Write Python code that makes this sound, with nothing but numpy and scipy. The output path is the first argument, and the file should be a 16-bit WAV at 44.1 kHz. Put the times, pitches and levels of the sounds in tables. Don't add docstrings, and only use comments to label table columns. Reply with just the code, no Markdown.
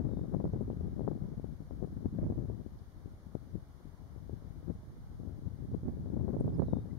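import sys
import numpy as np
from scipy import signal
from scipy.fft import rfft, irfft, next_fast_len
from scipy.io import wavfile
from scipy.ndimage import uniform_filter1d, map_coordinates

SR = 44100
rng = np.random.default_rng(int(sys.argv[2]) if len(sys.argv) > 2 else 0)


def int16_out(signal):
    q = np.round(np.clip(np.atleast_2d(signal).T, -1, 1) * 32767)
    wavfile.write(sys.argv[1], SR, q.astype(np.int16))


N = 307818
TIME = np.arange(N) / SR


def amp(db):
    return 10 ** (np.asarray(db) / 20)


def unit(x):
    return x / np.sqrt(np.mean(x ** 2) + 1e-20)


def pan(db):
    return amp([[db / 2], [-db / 2]])


def along(points, hz):
    f, values = np.transpose(points)
    return np.interp(np.log(hz + 1), np.log(f + 1), values)


def curves(rows):
    times, *columns = np.transpose(rows)
    return np.array([np.interp(TIME, times, column) for column in columns])


def wobble(rate):
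    return map_coordinates(rng.standard_normal(int(N * rate / SR) + 4), [TIME * rate])


def coloured(gain, channels=1):
    size = next_fast_len(N)
    white = rfft(rng.standard_normal((channels, size)))
    return unit(irfft(white * gain(np.fft.rfftfreq(size, 1 / SR)), size)[:, :N])


def filtered(stereo, response):
    margin = SR // 4
    padded = np.pad(stereo, [(0, 0), (margin, margin)], mode="reflect", reflect_type="odd")
    size = next_fast_len(padded.shape[-1])
    spectrum = rfft(padded, size) * response(np.fft.rfftfreq(size, 1 / SR))
    return irfft(spectrum, size)[:, margin:margin + N]


# f/Hz, relative level/dB
RUMBLE_SPECTRUM = [(20, -1), (60, 6.5), (120, 2.5), (200, -4.5), (330, -16.5), (500, -27.5), (800, -41),
                   (1300, -48.5), (2500, -71)]

def turbulence(wind_db, octaves_per_db=0.047, steepen=0.37, trim_db=1.08):
    lumps_db = 2 * wobble(19) + 3 * wobble(60) + 3 * wobble(190)
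    level_db = wind_db + 7 * np.tanh(lumps_db / 7)
    excess_db = np.clip(level_db + 40, -25, 14)
    stretch = 2 ** (octaves_per_db * (excess_db + steepen * np.maximum(excess_db, 0)))
    flow, power = np.zeros(N), np.zeros(N)
    for hz in 20 * 2 ** (np.arange(15) / 2):
        band = coloured(lambda f: np.sqrt(np.maximum(1 - 2 * np.abs(np.log2((f + 1e-6) / hz)), 0)))[0]
        share = amp(along(RUMBLE_SPECTRUM, hz / stretch)) * np.sqrt(hz)
        flow += share * band
        power += share ** 2
    return amp(level_db + trim_db) * flow / np.sqrt(power)


# t/s, left level/dB, right level/dB
GUSTS = [(0.0, -33, -42.5), (1.14, -36.5, -44.5), (1.58, -42.0, -51), (2.36, -34.5, -37.5),
         (2.44, -36.5, -44.5), (2.9, -51, -54), (3.04, -41.5, -52.5), (3.2, -51.5, -53.5), (3.3, -44, -57),
         (3.62, -46, -52), (3.74, -52.5, -57.5), (4.28, -43, -52.5), (4.62, -46, -53), (4.7, -36, -54.5),
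         (4.8, -53.5, -44.5), (5.32, -40.5, -54), (5.86, -39, -40), (6.28, -33.5, -44.5),
         (6.58, -38, -30.5), (6.98, -36.5, -54)]

def airflow(below_eddy_db=14, most_over_gust_db=7, rise_s=0.0053, fall_s=0.014):
    gust_db = curves(GUSTS)
    power = amp(gust_db) ** 2
    for at, db, _, port in STRONG_EDDIES:
        puff_db = min(db - below_eddy_db, gust_db[port, int(at * SR)] + most_over_gust_db)
        width_s = np.where(TIME < at, rise_s, fall_s)
        power[port] += amp(puff_db) ** 2 * np.exp(-.5 * ((TIME - at) / width_s) ** 2)
    return 10 * np.log10(power)


def small_eddies(per_s=7, over_gust_db=7.5, scatter_db=1.5, centre_hz=157, octaves=0.25):
    rows = []
    for port, gust_db in enumerate(curves(GUSTS)):
        for when, size, tone in rng.random((100, 3))[:round(per_s * N / SR)]:
            db = gust_db[int(when * N)] + over_gust_db + scatter_db * (2 * size - 1)
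            hz = centre_hz * 2 ** (octaves * (2 * tone - 1))
            rows.append((when * N / SR, db, hz, port))
    return rows


# t/s, level/dB, centre f/Hz, port (0 left, 1 right)
STRONG_EDDIES = [(0.136, -26, 189, 0), (0.172, -23, 200, 0), (0.194, -27.5, 220, 0), (0.342, -23.5, 240, 0),
                 (0.348, -18, 236, 0), (0.367, -19, 131, 0), (0.402, -22, 240, 0), (0.443, -16.5, 178, 0),
                 (0.454, -19, 228, 1), (0.536, -21, 198, 1), (0.61, -17.5, 166, 0), (0.702, -19.5, 221, 0),
                 (0.995, -22.5, 230, 0), (1.008, -19.5, 186, 0), (1.078, -15.5, 288, 0),
                 (1.115, -22.5, 219, 0), (1.398, -25.5, 180, 0), (1.444, -24, 183, 0),
                 (1.71, -27.5, 253, 0), (1.827, -18.5, 177, 0), (2.058, -18.5, 149, 0),
                 (2.188, -16.5, 161, 0), (2.23, -20, 134, 1), (2.267, -20, 165, 1), (2.302, -20.5, 185, 0),
                 (2.323, -24, 212, 1), (2.379, -24.5, 182, 0), (2.5, -21, 177, 0), (2.664, -25.5, 145, 0),
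                 (3.06, -28, 125, 0), (3.353, -17, 183, 0), (3.555, -21.5, 135, 0), (3.856, -28.5, 101, 0),
                 (4.163, -30.5, 135, 0), (4.296, -26.5, 194, 0), (4.333, -26, 126, 0),
                 (4.704, -24.5, 139, 0), (5.201, -27.5, 131, 0), (5.235, -31, 157, 0),
                 (5.275, -27.5, 150, 0), (5.745, -22.5, 177, 0), (5.883, -21.5, 169, 1),
                 (6.168, -21.5, 190, 0), (6.211, -25.5, 209, 0), (6.281, -22.5, 247, 0),
                 (6.368, -16, 185, 1), (6.41, -14.5, 181, 0), (6.447, -20.5, 162, 0), (6.479, -20, 233, 0),
                 (6.586, -21.5, 180, 1), (6.597, -18, 270, 1), (6.621, -16, 258, 1), (6.685, -24, 196, 0),
                 (6.734, -16.5, 258, 0), (6.77, -20.5, 215, 0)]

def eddies(sharpness=2.275, trim_db=-0.78, wake_db=-9, wake_s=0.00711, wake_speed=0.56):
    def swing(cycles, skew):
        pulse = (1 - 2j * np.pi * cycles / (sharpness - 1)) ** -sharpness
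        return np.imag(np.exp(1j * skew) * pulse)

    ports = np.zeros((2, N))
    rows = STRONG_EDDIES + small_eddies()
    for (at, db, hz, port), (skew, wake_skew) in zip(rows, rng.uniform(-0.93, 1, (300, 2))):
        near = np.abs(TIME - at) < .04
        age = TIME[near] - at
        thump = swing(hz * age, skew / 2)
        wake = amp(wake_db) * swing(wake_speed * hz * (age - wake_s), np.pi * wake_skew)
        ports[port, near] += amp(db + trim_db) * (thump + wake)
    return ports


def wind(low_cut_hz=42, mesh_hz=2150):
    rumble = np.array([turbulence(wind_db) for wind_db in airflow()])
    rumble = filtered(rumble, lambda f: f ** 2 / (f ** 2 + low_cut_hz ** 2))
    return filtered(rumble + eddies(), lambda f: 1 / np.sqrt(1 + (f / mesh_hz) ** 10))


# f/Hz, relative level/dB
WASH_SPECTRUM = [(30, -7), (100, -6), (280, -2), (450, -7), (700, -8.5), (1000, -11.5), (1500, -16),
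                 (2100, -21.5), (3200, -34), (9000, -38)]
# f/Hz, coherence (-1 to 1)
WASH_COHERENCE = [(100, 0.8), (300, 1), (650, 0.64), (1400, 0.074), (2000, -0.28), (4000, 0)]
# t/s, level/dB
WASH_LEVEL = [(0, -64), (1.2, -63.5), (2.7, -64.5), (3.3, -63.5), (4.6, -63.5), (6, -65), (6.98, -63)]

def waves(patchy_db=1.1):
    def mid_side_gains(f):
        angle = np.arccos(along(WASH_COHERENCE, f)) / 2
        return amp(along(WASH_SPECTRUM, f)) * [np.cos(angle), np.sin(angle)]

    mid, side = coloured(mid_side_gains, channels=2)
    spectra = signal.stft([mid + side, mid - side], nperseg=512)[2]
    foam = rng.standard_normal(spectra.shape[1:])
    foam = uniform_filter1d(foam, size=4, axis=0)
    foam = uniform_filter1d(foam, size=12, axis=1)
    rush = signal.istft(spectra * amp(patchy_db * unit(foam)), nperseg=512)[1][:, :N]
    return amp(curves(WASH_LEVEL)[0]) * unit(rush)


# f/Hz, relative level/dB
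HISS_SPECTRUM = [(100, -14), (2000, -5), (3500, 2.5), (6000, 0.1), (9000, -3), (12000, -4.5),
                 (15700, -11.5)]

def hiss(level_db=-77, pan_db=1):
    noise = coloured(lambda f: amp(along(HISS_SPECTRUM, f)), channels=2)
    return noise * amp(level_db) * pan(pan_db)


# t/s at the lowest pitch, lead/s, tail/s, level/dB
BIRD_WHISTLES = [(0.184, 0.095, 0.085, -80.5), (6.765, 0.18, 0.06, -79.5)]

def bird_whistles(lowest_hz=3635, bend_hz=199.8, bend_s=0.09, waver=0.0045, hoarse=0.067,
                  firm_s=.05, tail_db_per_s=25, fade_s=.02):
    song = np.zeros(N)
    jitter, flicker_db = wobble(700), 2.5 * wobble(90)
    for at, lead, tail, db in BIRD_WHISTLES:
        age = TIME - at
        away = np.minimum(np.abs(age), max(lead, tail)) / bend_s
        roughness = np.clip(-age / firm_s - 1, 0, 1)
        slur_hz = lowest_hz + bend_hz * away ** 1.4
        pitch_hz = slur_hz * (1 + jitter * (waver + hoarse * roughness))
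        level_db = db - 3 * np.minimum(away, 1) - tail_db_per_s * np.clip(age, 0, tail)
        gate = np.clip(np.minimum(age + lead, tail - age) / fade_s + .5, 0, 1)
        song += gate * amp(level_db + flicker_db) * np.sin(2 * np.pi * np.cumsum(pitch_hz) / SR)
    return song


# t/s, level/dB, centre f/Hz, left over right/dB
SPRAY_TICKS = [(.528, -73.5, 6500, 3), (0.616, -72, 9200, 4), (.722, -74, 3100, -1), (2.788, -73, 4900, -3),
               (6.402, -69, 8900, 9), (6.463, -79, 9800, 8), (6.491, -71.5, 3300, -1),
               (6.576, -73, 9200, 6)]

def spray(t60=0.056, octaves=0.2):
    ticks = np.zeros((2, N))
    age = np.arange(SR // 10) / SR
    f = np.fft.rfftfreq(len(age), 1 / SR) + 1
    for at, db, hz, pan_db in SPRAY_TICKS:
        band = np.exp(-.5 * (np.log2(f / hz) / octaves) ** 2)
        burst = irfft(rfft(rng.standard_normal((2, len(age)))) * band, len(age))
        start = round(at * SR)
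        ticks[:, start:start + len(age)] += unit(burst) * amp(db - 60 * age / t60) * pan(pan_db)
    return ticks


# t/s, f/Hz, level/dB, half width/s
BIRD_CHIPS = [(6.549, 5020, -73, 0.006), (6.911, 2030, -67, 0.0025)]

def bird_chips():
    song = np.zeros(N)
    for at, hz, db, width_s in BIRD_CHIPS:
        envelope = np.exp(-.5 * ((TIME - at) / width_s) ** 2)
        song += amp(db) * envelope * np.sin(2 * np.pi * hz * TIME)
    return song


def scene():
    return wind() + waves() + spray() + (bird_whistles() + bird_chips()) * pan(2) + hiss()


# f/Hz, width/Hz between the -2 dB points
CAMERA_NOTCHES = [(2600, 520), (7690, 1600)]

def record(dry, top_hz=15720):
    def response(f):
        notches = [(f - hz) ** 2 / ((f - hz) ** 2 + (width / 4) ** 2) for hz, width in CAMERA_NOTCHES]
        return np.prod(notches, axis=0) * (f < top_hz)

    return filtered(dry, response)


dry = scene()
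out = record(dry)
int16_out(out)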